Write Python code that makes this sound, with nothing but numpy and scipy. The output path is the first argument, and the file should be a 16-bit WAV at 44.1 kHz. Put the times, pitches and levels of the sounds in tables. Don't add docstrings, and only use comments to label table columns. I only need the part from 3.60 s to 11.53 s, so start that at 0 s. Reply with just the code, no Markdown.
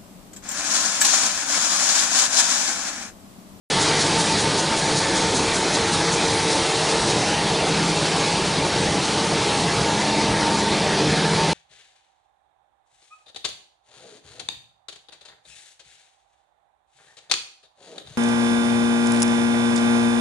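import sys
import numpy as np
from scipy import signal
from scipy.fft import rfft, irfft, next_fast_len
from scipy.io import wavfile
from scipy.ndimage import uniform_filter1d, map_coordinates

SR = 44100
rng = np.random.default_rng(int(sys.argv[2]) if len(sys.argv) > 2 else 0)


def master(y):
    cut = np.clip(np.atleast_2d(y).T, -1, 1)
    pcm = np.round(cut * 32767)
    wavfile.write(sys.argv[1], SR, pcm.astype(np.int16))


N = 349829
TIME = np.arange(N) / SR

# time in seconds, rattle in dB, air hiss in dB.
NEEDLE_BED_LEVELS = [(0.1, -25, -28.5), (0.45, -26, -28.5), (0.68, -26.5, -28), (0.88, -28, -30.5),
                     (1.2, -27.5, -30.5), (1.5, -27.5, -30), (2.3, -28.5, -31.5), (2.9, -27.5, -30),
                     (3.45, -28, -29.5), (3.9, -28.5, -33.5), (4.2, -28.5, -33.5), (4.45, -28, -31),
                     (4.95, -29, -33.5), (5.4, -29.0, -32), (5.85, -29, -32.5), (6.6, -29.0, -33.5),
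                     (7.3, -28, -33.5), (7.93, -28, -33.5)]
# frequency in Hz, relative level in dB.
RUMBLE_SPECTRUM = [(12, -71), (25, -47), (40, -23), (62, -13), (103, -10), (156, -4), (200, -6.5),
                   (248, -16), (280, -13), (360, -27), (620, -120)]
ROAR_SPECTRUM = [(140, -14.5), (240, -3), (306, 0.5), (371, 2), (446, 0.5), (506, -0.9), (715, -1.5),
                 (899, -2), (982, -4), (1400, -16.5), (1820, -48), (3080, -120)]
CLATTER_SPECTRUM = [(800, -36), (1100, -1), (1250, -1), (1500, -1), (2000, -0.5), (2400, -1), (2650, -0.5),
                    (2900, -2), (3300, -8), (4000, -45)]
RATTLE_SPECTRUM = [(2400, -52), (3000, -3), (3300, -1.5), (3700, 0), (4200, 0.5), (4800, -1.5),
                   (5500, -6.5), (6200, -13), (7500, -23.5)]
HISS_SPECTRUM = [(4200, -26), (5300, -1.5), (5900, 0), (7300, -3), (8500, -4.5), (9500, -5), (9800, -7),
                 (10500, -9.5), (11200, -21)]
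# time in seconds, depth from 0 to 1.
DIP_DEPTHS = [(.1, 0.15), (.5, 0.28), (2.5, 0.34), (3.2, 0.04), (7.93, 0.16)]

HUM_PITCHES = [152.3, 168.1, 209.9, 300.4, 304, 451.2, 456]
# time in seconds, then a level in dB for each pitch.
HUM_LEVELS = [(0.1, -42, -40, -52, -50, -44, -42, -52), (0.3, -33, -44, -52, -45, -38, -37, -52),
              (0.49, -37, -34, -46, -42, -52, -46, -52), (0.69, -52, -37.5, -35, -39, -47, -36, -52),
              (0.88, -39, -37, -44, -40, -42, -40, -52), (1.08, -39, -42, -45, -42, -43, -48, -54),
              (1.27, -45, -40, -40, -37, -43, -52, -48), (1.47, -43, -46, -52, -35, -46, -38, -52),
              (1.67, -52, -51, -38, -38, -46, -34, -52), (1.86, -52, -52, -42, -40, -43, -32.5, -41),
              (2.06, -44, -42, -52, -40, -52, -41, -52), (2.25, -52, -43, -45, -51, -38, -45, -35),
              (2.45, -47, -34.5, -52, -49, -41, -46, -35), (2.64, -52, -36, -52, -44, -38, -38, -35),
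              (2.84, -39, -38, -52, -38, -39, -33, -35), (3.04, -45, -40, -52, -52, -52, -33, -52),
              (3.23, -42, -38, -52, -52, -52, -31, -42), (3.43, -35, -40, -37, -48, -41, -31.5, -36),
              (3.62, -37, -37, -43, -36, -34, -41, -52), (3.82, -41, -33, -40, -41, -42, -40, -52),
              (4.01, -46, -35, -37, -35, -52, -32.5, -43), (4.21, -39, -29, -36, -39, -52, -35, -44),
              (4.41, -33, -32, -41, -38, -44, -46, -47), (4.6, -34, -38, -47, -41, -45, -40, -36),
              (4.8, -39, -37, -39, -43, -52, -50, -41), (4.99, -33, -37, -52, -52, -48, -37, -42),
              (5.19, -43, -52, -39, -43, -44, -38, -36), (5.39, -40, -37, -42, -40, -52, -52, -37),
              (5.58, -43, -37, -34, -52, -42, -39, -47), (5.78, -37, -37, -38, -41, -49, -38, -46),
              (5.97, -40, -43, -36, -52, -52, -41, -40), (6.17, -37, -40, -43, -52, -52, -52, -38),
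              (6.36, -40, -52, -32.5, -37, -43, -49, -51), (6.56, -52, -52, -30.5, -32.5, -42, -45, -36),
              (6.76, -43, -43, -31, -37, -40, -52, -41), (6.95, -52, -52, -31, -34, -39, -39, -52),
              (7.15, -33, -38, -30.5, -52, -49, -37, -47), (7.34, -37, -38, -32.5, -39, -45, -37, -52),
              (7.54, -31, -32, -31.5, -42, -34, -31.5, -42), (7.73, -29, -31, -32.5, -52, -52, -34.5, -42),
              (7.93, -33, -30, -34, -52, -43, -41, -44)]
# pitch in Hz, level in dB.
QUIET_HUMS = [(71.3, -54), (99.6, -44.5), (139, -45.5), (186, -43.5), (260, -50.5), (311, -44),
              (336.5, -42.5), (412, -41), (467, -42), (521, -46), (608, -45.5), (955, -60), (1005, -46)]

# time in seconds, then levels in dB for three machines' needles,
# the main gear tone and the three side tones just above it.
WHINE_LEVELS = [(0.1, -50, -40, -35, -38, -31, -38, -48), (0.28, -50, -36, -41, -34, -39, -50, -37),
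                (0.46, -48, -41, -39, -35, -42, -50, -42), (0.63, -50, -42, -39, -36, -32, -46, -50),
                (0.81, -41, -48, -41, -34, -35, -38, -50), (0.99, -46, -52, -43, -35.5, -39, -44, -42),
                (1.17, -39, -50, -41, -32, -40, -41, -44), (1.35, -46, -34, -34.5, -41, -40, -46, -44),
                (1.52, -45, -50, -34, -37, -50, -47, -38), (1.7, -42, -50, -45, -33, -48, -44, -39),
                (1.88, -50, -50, -50, -35, -50, -50, -45), (2.06, -50, -52, -50, -37, -40, -50, -46),
                (2.24, -50, -36, -48, -46, -34, -47, -50), (2.41, -48, -33.5, -45, -39, -50, -44, -50),
                (2.59, -41, -35, -42, -35, -42, -47, -50), (2.77, -40, -40, -44, -33, -39, -50, -50),
                (2.95, -42, -50, -37, -34.5, -46, -44, -44), (3.13, -32, -50, -46, -52, -50, -47, -52),
                (3.3, -50, -50, -50, -42, -46, -47, -46), (3.48, -39, -40, -50, -46, -38, -39, -45),
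                (3.66, -40, -34, -52, -44, -45, -47, -51), (3.84, -38, -35, -47, -50, -37, -37, -47),
                (4.01, -50, -52, -46, -38, -38, -46, -47), (4.19, -43, -45, -50, -38, -44, -43, -50),
                (4.37, -48, -35, -48, -43, -50, -50, -50), (4.55, -50, -37, -46, -41, -46, -48, -50),
                (4.73, -50, -32, -45, -33, -50, -47, -45), (4.9, -50, -44, -50, -37, -50, -45, -43),
                (5.08, -45, -35, -50, -36, -42, -36, -50), (5.26, -43, -43, -55, -50, -43, -44, -49),
                (5.44, -43, -37, -47, -44, -52, -47, -48), (5.62, -41, -41, -50, -32, -52, -39, -50),
                (5.79, -49, -36, -50, -44, -50, -37, -48), (5.97, -43, -32.5, -52, -44, -42, -38, -42),
                (6.15, -52, -37, -52, -44, -46, -38, -45), (6.33, -45, -32.5, -45, -50, -33, -35, -41),
                (6.51, -50, -48, -42, -31, -42, -43, -50), (6.68, -50, -40, -50, -31, -50, -39, -45),
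                (6.86, -38, -36, -54, -39, -39, -28, -44), (7.04, -40, -40, -50, -35, -35, -32, -47),
                (7.22, -49, -38, -45, -39, -36, -45, -40), (7.4, -49, -45, -50, -42, -49, -37, -50),
                (7.57, -36, -51, -50, -42, -45, -44, -50), (7.75, -40, -35, -52, -32, -36, -39, -48),
                (7.93, -50, -39, -50, -33, -29, -33, -44)]
# time in seconds, phase drift in radians.
GEAR_DRIFT = [(.1, .13), (1.15, .15), (1.5, 0.7), (6.2, 0.46), (6.6, .2), (7.93, .2)]
# time in seconds, basic phase shift in cycles.
GEAR_SPREAD = [(.1, 0), (1.2, 0), (1.5, .15), (2.05, -.38), (4.2, -.33), (5.2, .1), (6.4, .35), (6.85, .16),
               (7.3, .32), (7.65, .6)]
NEEDLE_PITCHES = [763.3, 826.3, 878.8]
# multiple of the pitch, dB against the main tone.
OVERTONES = [
    [(2, -11)],
    [(2, -9)],
    [(2, -5), (4, -9)],
]

# start in seconds, level of the jet's body in dB, of its edge in dB.
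NEAR_PUFFS = [(0.202, -28, -26.5), (0.395, -25, -27.5), (0.588, -31, -28.5), (0.781, -33, -31),
              (0.974, -31, -30), (1.166, -43, -29), (1.359, -36, -28), (1.552, -30.0, -29),
              (1.745, -31, -27), (1.938, -32, -28.5), (2.131, -30, -29), (2.324, -29, -30),
              (2.517, -44, -29), (2.71, -42, -34), (2.903, -29, -31), (3.095, -38.0, -35),
              (3.288, -30, -34), (3.481, -30, -35), (3.674, -37, -33), (3.867, -45, -37), (4.06, -40, -34),
              (4.272, -31, -35), (4.44, -31, -36), (4.66, -37, -38)]
# frequency in Hz, relative level in dB.
BODY_SPECTRUM = [(2500, -31), (3400, -6.5), (4300, -3), (5200, -2.5), (5800, -9), (6800, -36)]
EDGE_SPECTRUM = [(5000, -33), (5800, -5), (6500, -2), (7700, -7), (8700, -8), (10400, -11.5), (11500, -28)]


def amp(db):
    return 10 ** (np.asarray(db) / 20)


def unit(x):
    return x / np.sqrt(np.mean(x ** 2) + 1e-20)


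def curves(rows):
    seconds, *columns = np.transpose(rows)
    return [np.interp(TIME, seconds, column) for column in columns]


def swells(rows):
    return curves([(seconds, *amp(levels_db)) for seconds, *levels_db in rows])


def wobble(rate):
    coarse = TIME[::64]
    points = rng.standard_normal(int(N * rate / SR) + 4)
    return np.interp(TIME, coarse, map_coordinates(points, [coarse * rate]))


def filtered(x, response):
    size = next_fast_len(N + 8192)
    return irfft(rfft(x, size) * response(np.fft.rfftfreq(size, 1 / SR)), size)[..., :N]


def coloured(x, spectrum):
    row_hz, db = np.transpose(spectrum)
    return unit(filtered(x, lambda hz: amp(np.interp(np.log(hz + 1), np.log(row_hz + 1), db))))


def patchy(x, depth_db, window=512, bands=6, frames=10):
    grid = signal.stft(x, nperseg=window)[2]
    patches = uniform_filter1d(rng.standard_normal(grid.shape), size=bands, axis=0)
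    patches = uniform_filter1d(patches, size=frames, axis=1)
    return signal.istft(grid * amp(depth_db * unit(patches)), nperseg=window)[1][:N]


def steel_ticks():
    return rng.standard_normal(N) * amp(1.35 * rng.standard_normal(N))


def machine_noise():
    def layer(level_db, source, spectrum, patch_db):
        return amp(level_db) * coloured(patchy(source, patch_db), spectrum)

    rattle_db, hiss_db = curves(NEEDLE_BED_LEVELS)
    clatter_db = -28.5 + 0.93 * (rattle_db - rattle_db.mean())
    rumble_db = -33.5 + 0.48 * TIME
    surge_db = 0.32 * wobble(8)
    return (layer(rumble_db + 0.79 * wobble(8.1), rng.standard_normal(N), RUMBLE_SPECTRUM, patch_db=2.05)
            + layer(-26 + 0.23 * wobble(7.8), rng.standard_normal(N), ROAR_SPECTRUM, patch_db=1.05)
            + layer(clatter_db + 0.34 * wobble(6.4), steel_ticks(), CLATTER_SPECTRUM, patch_db=1.67)
            + layer(rattle_db + surge_db, steel_ticks(), RATTLE_SPECTRUM, patch_db=1.07)
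            + layer(hiss_db + surge_db, steel_ticks(), HISS_SPECTRUM, patch_db=1.5))


def standing_waves(x):
    return unit(patchy(x, depth_db=1.8, window=2048, bands=2, frames=6)) * np.std(x)


def steel_pings(count, base_db):
    when, pitch, size, life = rng.random((count, 4)).T[:, :, None]
    t = np.arange(SR // 6) / SR
    hz = 1050 * 3 ** pitch
    ring_s = .15 + .2 * life
    fade_in = 1 - np.exp(-t / .015)
    rings = np.sin(2 * np.pi * hz * t) * amp(-60 * t / ring_s) * fade_in
    rings *= amp(base_db - 3 * pitch + 8 * size)
    places = (when * N).astype(int) + np.arange(len(t))
    return np.bincount(places.ravel(), rings.ravel(), N + SR)[:N]


def tone(hz, drift, flutter_db, cycle=None):
    if cycle is None:
        cycle = rng.random()
    phase = 2 * np.pi * (hz * TIME + cycle) + drift * wobble(4)
    return np.sqrt(2) * amp(flutter_db * wobble(5)) * np.sin(phase)


def motor_hums():
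    strong = sum(gain * tone(hz, drift=0.3, flutter_db=0.5)
                 for hz, gain in zip(HUM_PITCHES, swells(HUM_LEVELS)))
    return strong + sum(amp(db) * tone(hz, drift=.9, flutter_db=2.5) for hz, db in QUIET_HUMS)


def gear_whine():
    tooth_hz, shaft_hz, first_bind_s = 897.4, 7.4, .183
    main, first, second, third = swells(WHINE_LEVELS)[3:]
    lower = first * amp(-7)
    drift, spread = curves(GEAR_DRIFT)[0], curves(GEAR_SPREAD)[0]
    whine = np.zeros(N)
    for side, gain in enumerate([lower, main, first, second, third], start=-1):
        cycle = -side * shaft_hz * first_bind_s - spread * (side - 1) ** 2
        whine += gain * tone(tooth_hz + side * shaft_hz, drift, flutter_db=.5, cycle=cycle)
    return whine


def needle_song():
    song = np.zeros(N)
    for hz, gain, overtones in zip(NEEDLE_PITCHES, swells(WHINE_LEVELS)[:3], OVERTONES):
        note = tone(hz, drift=0.4, flutter_db=1.1)
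        note += sum(amp(db) * tone(multiple * hz, drift=2.15, flutter_db=3) for multiple, db in overtones)
        song += gain * note
    return song


def air_valve():
    period_s, leak_s = .1929, .015
    open_s, shut_s, creep_s, snap_s = .001, .033, .003, .0015
    t = np.arange(int(period_s * SR)) / SR - leak_s
    opened = (1 + np.tanh((t - open_s) / creep_s / 2)) / 2
    shut = (1 + np.tanh((t - shut_s) / snap_s / 2)) / 2
    jet_power = opened * (1 - shut) * (1 + .6 * (t / shut_s) ** 2)
    echo_power = .3 * shut * np.exp(-(t - shut_s) / .048)
    shape = np.sqrt(jet_power + echo_power)

    puffs, last_near_s = list(NEAR_PUFFS), NEAR_PUFFS[-1][0]
    for start_s in np.arange(last_near_s + period_s, N / SR, period_s):
        far_db = np.array([-36, -37.5]) - 0.9 * (start_s - last_near_s)
        puffs.append((start_s, *(far_db + 3 * rng.standard_normal(2))))
    gains = np.zeros((2, N + SR))
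    for start_s, *levels_db in puffs:
        start = round((start_s - leak_s) * SR)
        gains[:, start:start + len(t)] = amp(levels_db)[:, None] * shape
    body = gains[0, :N] * coloured(rng.standard_normal(N), BODY_SPECTRUM)
    edge = gains[1, :N] * coloured(rng.standard_normal(N), EDGE_SPECTRUM)
    return body + edge


def scene():
    hall = standing_waves(machine_noise()) + steel_pings(count=350, base_db=-35)
    dip_band = filtered(hall, lambda hz: np.exp(-((hz - 2800) / 350) ** 2))
    hall -= curves(DIP_DEPTHS)[0] * dip_band
    mono = hall + motor_hums() + gear_whine() + needle_song() + air_valve()
    return np.array([mono, mono])


def record(dry):
    start_s, top_hz = .1005, 10750
    opened = dry * np.clip((TIME - start_s) / .0005, 0, 1)
    return filtered(opened, lambda hz: np.clip((top_hz - hz) / 250, 0, 1) ** 2)


dry = scene()
out = record(dry)
master(out)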